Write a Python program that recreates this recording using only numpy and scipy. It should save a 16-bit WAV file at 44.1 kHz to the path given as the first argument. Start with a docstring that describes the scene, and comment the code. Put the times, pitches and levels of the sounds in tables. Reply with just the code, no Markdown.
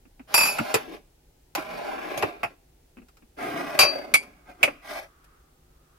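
"""Quiet kitchen, close to a steel cupboard shelf. Two upturned china mugs are dragged over it in turn.
Their rims catch and slip on the steel, which drums and hisses. They clink against neighbours and rock
down on their rims; each blow knocks the shelf and rings the china's modes. The narrow cupboard smears
every contact. An appliance hums faintly."""
import sys
import numpy as np
from scipy import signal
from scipy.fft import rfft, irfft
from scipy.io import wavfile

SR = 44100
rng = np.random.default_rng(int(sys.argv[2]) if len(sys.argv) > 2 else 0)


def pcm_store(signal):
    """Save signal as 16-bit PCM."""
    levels = np.round(np.clip(np.atleast_2d(signal), -1, 1) * 32767)
    wavfile.write(sys.argv[1], SR, levels.astype(np.int16).T)


N = 263718
TIME_S = np.arange(N) / SR
AGE_S = TIME_S[:SR // 2]   # since a blow

# room air spectrum: f/Hz, relative density/dB
AIR_SPECTRUM = [(12, -34.5), (20, -7.5), (61, -6.5), (81, -14.5), (163, -18.5), (193, -27.5), (241, -23),
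                (367, -21), (660, -30.5), (802, -27.5), (1090, -38.5), (1440, -37.5), (16000, -42.5)]
# appliance tones: f/Hz, level/dB
HUM_TONES = [(32.3, -74), (53.8, -71), (156.1, -73.5), (253.0, -79.5), (360.7, -82)]
# far whir envelope: t/s, level/dB
WHIR_CURVE = [(3.9, -95), (4.25, -66), (5.35, -62.5), (5.6, -75.5), (5.98, -66)]

# broad resonances of shelf and contact: f/Hz, width/Hz, gain/dB
BOOM_BANDS = [(133.5, 48, -12), (292.3, 120, 2), (400, 220, -8)]
RUBBED_SHELF_BANDS = [(526, 68, -5), (681.4, 180, 4.5), (874.5, 73, -1), (1025, 150, -5.5),
                      (1663.6, 290, -6), (1825, 160, -9), (2429, 390, -9.5)]
STRUCK_SHELF_BANDS = [(139, 280, -15.5), (278, 74, -7.5), (614.5, 440, -3.5), (785, 370, -1),
                      (1183, 330, 0), (1440, 960, -1.5), (2007.8, 980, -2.5), (2632, 290, -2)]
GRIT_BANDS = [(2700, 1600, -1), (5300, 2400, -5), (9825, 960, -5.5), (12320, 5000, -11),
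              (15394, 2000, -15.5)]
CLICK_BANDS = [(3202.3, 850, 1), (5300, 800, 1), (6973, 400, -4), (10520, 490, -7), (11600, 580, 0),
               (15200, 1000, -16.5)]
# china modes: f/Hz, level/dB, t60/s, left-right/dB
PRINTED_MODES = [(926, -12, .2, 6), (2402, -11, .4, 2), (2500, -8, .35, 6), (2575, -1, .32, -1),
                 (4698, -4, .24, 8), (5395, -6, .28, -4), (5520, -9, .18, 4), (6642, -13, .35, 1),
                 (7204, -13, .35, -8), (7296, -13, .35, 3), (10068, -1, .28, -7), (10845, -7, .2, -6),
                 (11049, -6, .28, 0), (11402, -10, .3, -8), (12472, -5, .26, -4), (12578, -11, .3, -7),
                 (13304, -8, .24, -9)]
TEAL_MODES = [(2253, 2, .12, 2), (2405, -13, .2, 3), (3300, -17, .11, -2), (4638, -17, .17, -2),
              (5161, -23, .13, 2), (6508, -10, .11, -1), (7712, -20, .13, 9), (9000, -12, .12, -12),
              (10220, -22, .12, 9), (10907, -13, .12, 3), (12050, -20, .1, -9)]
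PAIR_MODES = [(592, -9, .3, 2), (1109, -7, .25, -5), (2371, -5, .24, -10), (2578, -5, .28, 5),
              (2810, -6, .11, 0), (3132, -10, .2, 3), (3900, -12, .18, 12), (4629, 2, .33, 8),
              (5170, -9, .17, 6), (5282, -9, .17, 2), (5835, -11, .19, 11), (6220, -8, .13, -2),
              (6712, -13, .14, 2), (8858, -15, .15, -11), (10230, -12, .14, -9), (10895, -9, .15, -8),
              (11895, -12, .13, -6)]

# fingertips meet a mug: t/s, thud/dB
TOUCHES = [(0.053, -54), (.195, -42), (2.97, -45), (2.983, -47.5), (3.018, -52.5), (3.222, -54)]
# mug pushed over steel: t/s, mug, run-up/s, length/s, run-out t60/s, boom/dB, shelf/dB, grit/dB
SLIDES = [(.27, "printed", 0.0826, 0.5083, 0.354, -43.5, -34, -43),
          (.8, "printed", 0.137, 0.1481, 0.185, -39.5, -41.5, -51.5),
          (1.556, "printed", .02, .035, 0.333, -41, -30, -43),
          (1.6, "printed", 0.129, 0.6755, 0.316, -40, -34, -49.5),
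          (2.27, "printed", 0.024, 0.235, 0.164, -53, -50.5, -65.5),
          (3.365, "teal", .045, .53, 0.802, -37, -31, -46),
          (4.02, "teal", 0.066, 0.14, 0.66, -45, -47, -62.5),
          (4.44, "teal", 0.0704, 0.074, .25, -54, -47, -61.5),
          (4.57, "teal", 0.0573, 0.139, 0.287, -46.5, -43.5, -57),
          (4.812, "teal", 0.1138, 0.1786, 0.189, -46, -33.5, -41.5)]
# china on china: t/s, mug, first gap/s, rebound loss/dB, thud/Hz, thud/dB, shelf/dB, click/dB, ring/dB
CLINKS = [(.3412, "printed", .0365, 2.6, 895, -25, -18, -22, -15.5),
          (3.7905, "both", .0115, 4.5, 1062, -28, -16.5, -18, -13),
          (4.1392, "teal", .005, 20, 2255, -18, -21.5, -19, -9),
          (4.6298, "teal", .006, 16, 2420, -11, -24, -26, -18)]
# clack, then the weight follows: t/s, clack/Hz, clack/dB, click/dB, lag/s, thud/Hz, thud/dB, sag/dB
SHOVES = [(.585, 1355, -26.5, -39.5, 0.011, 235, -26, -33),
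          (1.5509, 775, -29, -31.5, 0.02736, 307.4, -32, -62.5),
          (2.2245, 842, -24, -37, .008, 400, -22.5, -36.5)]
# mug rocks down on its rim: t/s, mug, gap/s, thud/Hz, thud/dB, shelf/dB, click/dB, sag/dB
LANDINGS = [(0.7417, "printed", .010, 431.7, -19, -20.5, -23.5, -35),
            (2.1755, "printed", 0.0127, 603, -31, -36, -35.5, -44),
            (2.4319, "printed", 0.0104, 719, -26.5, -25, -46, -44.5),
            (3.831, "teal", 0.01926, 572.6, -23, -21.5, -31.5, -39.5),
            (3.954, "teal", 0.04, 575.5, -29.5, -45, -57.5, -55.5),
            (4.634, "teal", .043, 575, -24, -24, -45.5, -47.5)]
# faint glaze ticks: t/s, level/dB
TICKS = [(3.085, -63), (3.17, -63), (4.229, -54), (5.243, -63.5)]


def from_db(db):
    return 10 ** (np.asarray(db) / 20)


def unit_rms(x):
    return x / np.sqrt(np.mean(x ** 2) + 1e-20)


def unit_burst(x):
    """Scale to the energy of 20 ms of stereo at rms 1."""
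    return x / np.sqrt(np.sum(x ** 2) / 2 / (SR * .02))


def decay(t_s, t60_s):
    return np.exp(-np.log(1000) * t_s / t60_s)


def pan(left_right_db):
    return from_db([[left_right_db / 2], [-left_right_db / 2]])


def butter(x, hz, kind):
    return signal.sosfilt(signal.butter(2, hz, kind, fs=SR, output="sos"), x)


def drift(rate_hz, size=N):
    """Line through unit normal draws, rate_hz of them a second."""
    knots = rng.standard_normal(size // 40)
    return np.interp(TIME_S[:size] * rate_hz, np.arange(len(knots)), knots)


def resonate(x, bands):
    """Parallel two-pole resonances, signs alternating."""
    out = 0
    for k, (hz, width_hz, db) in enumerate(bands):
        radius = np.exp(-np.pi * width_hz / SR)
        feedback = [1, -2 * radius * np.cos(2 * np.pi * hz / SR), radius ** 2]
        gain = (-1) ** k * from_db(db) * (1 - radius ** 2) / 2
        out = out + gain * signal.lfilter([1, 0, -1], feedback, x)
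    return out


def diffuse_noise(size, split_hz=330):
    """Long waves reach both sides alike, short ones do not."""
    mid, side = rng.standard_normal((2, size))
    return mid + butter(side, split_hz, "high") * [[1], [-1]]


def add(track, start_s, sound):
    start = round(start_s * SR)
    track[:, start:start + sound.shape[1]] += sound[:, :N - start]


def rows_of(table, mug):
    return [(start_s, *rest) for start_s, name, *rest in table if name == mug]


def room_air(level_db=-59):
    """Steady noise, mostly low rumble."""
    hz, db = np.transpose(AIR_SPECTRUM)
    colour = from_db(np.interp(np.log(np.fft.rfftfreq(N, 1 / SR) + 1), np.log(hz), db))
    return from_db(level_db) * unit_rms(irfft(rfft(diffuse_noise(N, split_hz=400)) * colour, N))


def appliance_hum(waver_db=0.78):
    """Low tones, each wavering in level."""
    return sum(from_db(db + waver_db * drift(15)) * unit_rms(np.sin(2 * np.pi * (hz * TIME_S + rng.random())))
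               for hz, db in HUM_TONES)


def cupboard_echo(hold_s, t60_s, tail_db, tail_t60_s=0.66, direct=11.0):
    """Impulse response: direct sound, dense reflections off steel walls, kitchen tail."""
    walls = decay(np.maximum(AGE_S - hold_s, 0), t60_s)
    tail = from_db(tail_db) * decay(AGE_S, tail_t60_s)
    echo = diffuse_noise(len(AGE_S)) * (walls + tail)
    echo[:, 0] += direct
    return echo


def jingle(low_hz=3000, high_hz=13500, t60_s=0.066, count=26):
    """Short high modes, different at every contact spot."""
    t_s = AGE_S[:SR // 6]
    hz = rng.uniform(low_hz, high_hz, (count, 1))
    tones = rng.normal(size=(2, count, 1)) * np.sin(2 * np.pi * hz * t_s)
    return np.pad(tones.sum(axis=1) * decay(t_s, t60_s), [(0, 0), (0, len(AGE_S) - len(t_s))])


def knock(thud_hz, thud_db, shelf_db, click_db):
    """One contact: thud of the struck spot, clatter of the shelf, click of the glaze."""
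    spot = [(thud_hz, 0.23 * thud_hz + 40, 0)]
    thud = resonate(resonate(cupboard_echo(hold_s=0.0065, t60_s=0.074, tail_db=-33), spot), spot)
    shelf = resonate(cupboard_echo(hold_s=0.005, t60_s=0.08, tail_db=-36.5), STRUCK_SHELF_BANDS)
    shelf = unit_burst(butter(shelf, 5100, "low"))
    crack = resonate(cupboard_echo(hold_s=0.006, t60_s=0.078, tail_db=-35), CLICK_BANDS)
    crack = unit_burst(butter(crack, 2300, "high"))
    click = unit_burst((from_db(-4) * crack + from_db(-3) * unit_burst(jingle())) * pan(-0.96))
    return from_db(thud_db) * unit_burst(thud) + from_db(shelf_db) * shelf + from_db(click_db) * click


def knocks(blows):
    """Contacts laid out in time. Blow: t/s, thud/Hz, thud/dB, shelf/dB, click/dB."""
    out = np.zeros((2, N))
    for start_s, *blow in blows:
        add(out, start_s, knock(*blow))
    return out


def soft_blow(start_s, hz, db):
    """Padded contact: mostly thud."""
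    return start_s, hz, db, db - 8.5, db - 28.5


def bumps(touch_hz=232.4, tick_hz=1300, sag_hz=119.9):
    """Contacts that ring no mug: fingertips, ticks, shoves, the shelf sagging under load."""
    blows = [soft_blow(start_s, touch_hz, db) for start_s, db in TOUCHES]
    blows += [(start_s, tick_hz, db, db, db) for start_s, db in TICKS]
    for start_s, clack_hz, clack_db, click_db, lag_s, thud_hz, thud_db, sag_db in SHOVES:
        blows += [(start_s, clack_hz, clack_db, clack_db, click_db),
                  soft_blow(start_s + lag_s, thud_hz, thud_db),
                  soft_blow(start_s + lag_s, sag_hz, sag_db)]
    blows += [soft_blow(start_s, sag_hz, sag_db) for start_s, *_, sag_db in LANDINGS]
    return knocks(blows)


def slide_gains(slides):
    """Boom, shelf and grit gains: each push gathers speed, holds, runs out."""
    power = 0
    for start_s, run_up_s, length_s, run_out_s, *levels_db in slides:
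        rise = np.clip((TIME_S - start_s) / run_up_s, 0, 1) ** 1.2
        fall = decay(np.maximum(TIME_S - start_s - length_s, 0), run_out_s)
        power = power + np.outer(from_db(levels_db), rise * fall) ** 2
    return np.sqrt(power)


def moving_echo(x, places_per_s=5.0, count=6):
    """As a mug travels, one cupboard echo pattern fades into the next."""
    out = 0
    for k in range(count):
        distance = (TIME_S * places_per_s - k + 1) % count - 1
        weight = np.cos(np.pi / 2 * np.minimum(abs(distance), 1))
        echo = unit_burst(cupboard_echo(hold_s=0.0034, t60_s=0.055, tail_db=-27))
        out = out + signal.fftconvolve((x * weight)[None], echo, axes=1)[:, :N]
    return out


def drag(mug, modes, sing_db, judder_db, slips_per_s=5000):
    """Stick-slip of rim on steel: tiny slips drum the shelf, hiss and make the mug sing."""
    boom_gain, shelf_gain, grit_gain = slide_gains(rows_of(SLIDES, mug))
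    slips = (rng.random(N) < slips_per_s / SR) * rng.standard_normal(N)
    rub = moving_echo(slips * from_db(1.5 * drift(300)))
    boom = unit_rms(butter(resonate(rub, BOOM_BANDS), 780, "low"))
    shelf = unit_rms(butter(resonate(rub, RUBBED_SHELF_BANDS), 520, "high"))
    grit = unit_rms(butter(resonate(rub, GRIT_BANDS), 1400, "high")) * pan(-0.53)
    hand_damped_bands = [(hz, 9 / t60_s, db) for hz, db, t60_s, _ in modes]
    sing = unit_rms(butter(resonate(rub, hand_damped_bands), 3500, "low"))
    scrape = boom_gain * boom + shelf_gain * shelf + grit_gain * (grit + from_db(sing_db) * sing)
    return scrape * from_db(judder_db * drift(90))


def chatter(start_s, gap_s, loss_db, thud_hz, *levels_db, count=7, gap_ratio=.825):
    """Blows of a clink: each rebound sooner and weaker."""
    blows = []
    for k in range(count):
        blows.append((start_s, thud_hz, *(np.array(levels_db) - k * loss_db)))
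        start_s += gap_s * gap_ratio ** k
    return blows


def china_ring(blows, modes, spread_db=1.5, waver_db=3.0, room_db=-40, room_t60_s=0.55):
    """Each blow adds energy to every mode and jolts its phase; modes waver as the mug moves, and decay."""
    out = np.zeros((2, N))
    attack = 1 - np.exp(-AGE_S / 0.0022)
    room_tail = from_db(room_db) * decay(AGE_S, room_t60_s)
    for hz, db, t60_s, pan_db in modes:
        energy, jolts_rad = np.zeros((1, N)), np.zeros(N)
        octaves_up = max(np.log2(hz / 2500), 0)
        for start_s, _, _, shelf_db, click_db, ring_db in blows:
            dull_db = 0.26 * max(shelf_db - click_db, 0) * octaves_up   # soft blows miss high modes
            choke = 0.37 if shelf_db > ring_db + 2 else 1   # a rim landing shortens the ring
            level = from_db(ring_db + db - dull_db + spread_db * rng.standard_normal())
            envelope = level * (decay(AGE_S, t60_s * choke) + room_tail) * attack
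            add(energy, start_s, envelope[None] ** 2)
            jolts_rad[round(start_s * SR)] = rng.normal(0, 0.74)
        live = np.flatnonzero(energy)
        stereo_rad = rng.uniform(0, 2 * np.pi) + rng.uniform(0.92, 1.8) * np.array([[0], [1]])
        phase_rad = 2 * np.pi * hz * TIME_S[live] + np.cumsum(jolts_rad[live]) + stereo_rad
        amplitude = np.sqrt(energy[0, live]) * from_db(waver_db * drift(80, size=len(live)))
        out[:, live] += amplitude * pan(pan_db) * np.sin(phase_rad)
    return out


def rock(start_s, gap_s, thud_hz, thud_db, shelf_db, click_db, loss_db=5.5, click_loss_db=9.5):
    """Blows of a landing: one edge of the rim, then the other, softer."""
    ring_db = shelf_db - 9
    softer_db = thud_db - loss_db, shelf_db - loss_db, click_db - click_loss_db, ring_db - loss_db
    return [(start_s, thud_hz, thud_db, shelf_db, click_db, ring_db),
            (start_s + gap_s, thud_hz, *softer_db)]


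def impacts(mug, modes):
    """Clinks and landings: each blow knocks the shelf and rings the china."""
    blows = [blow for row in rows_of(CLINKS, mug) for blow in chatter(*row)]
    blows += [blow for *row, sag_db in rows_of(LANDINGS, mug) for blow in rock(*row)]
    return knocks([blow[:-1] for blow in blows]) + china_ring(blows, modes)


def far_whir():
    """Faint noise band near 1.2 kHz, late in the scene."""
    t_s, db = np.transpose(WHIR_CURVE)
    gain = from_db(np.interp(TIME_S, t_s, db, left=-np.inf, right=-np.inf))
    band = resonate(diffuse_noise(N), [(1220, 230, 0)])
    return gain * unit_rms(resonate(band, [(1330, 2100, 0)]))


def scene():
    """Two mugs move in turn; the second hits a neighbour and both ring."""
    printed = impacts("printed", PRINTED_MODES)
    printed += drag("printed", PRINTED_MODES, sing_db=-10.5, judder_db=0.4)
    teal = impacts("teal", TEAL_MODES)
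    teal += drag("teal", TEAL_MODES, sing_db=4.0, judder_db=1.5)
    collision = impacts("both", PAIR_MODES)
    return printed + teal + collision + bumps() + room_air() + appliance_hum() + far_whir()


def record(dry, cutoff_hz=16000):
    """Soft clip, then steep low-pass."""
    rounded = 1.0876 * np.tanh(dry / 1.207)
    return signal.sosfilt(signal.ellip(10, .2, 80, cutoff_hz, fs=SR, output="sos"), rounded)


dry = scene()
out = record(dry)
pcm_store(out)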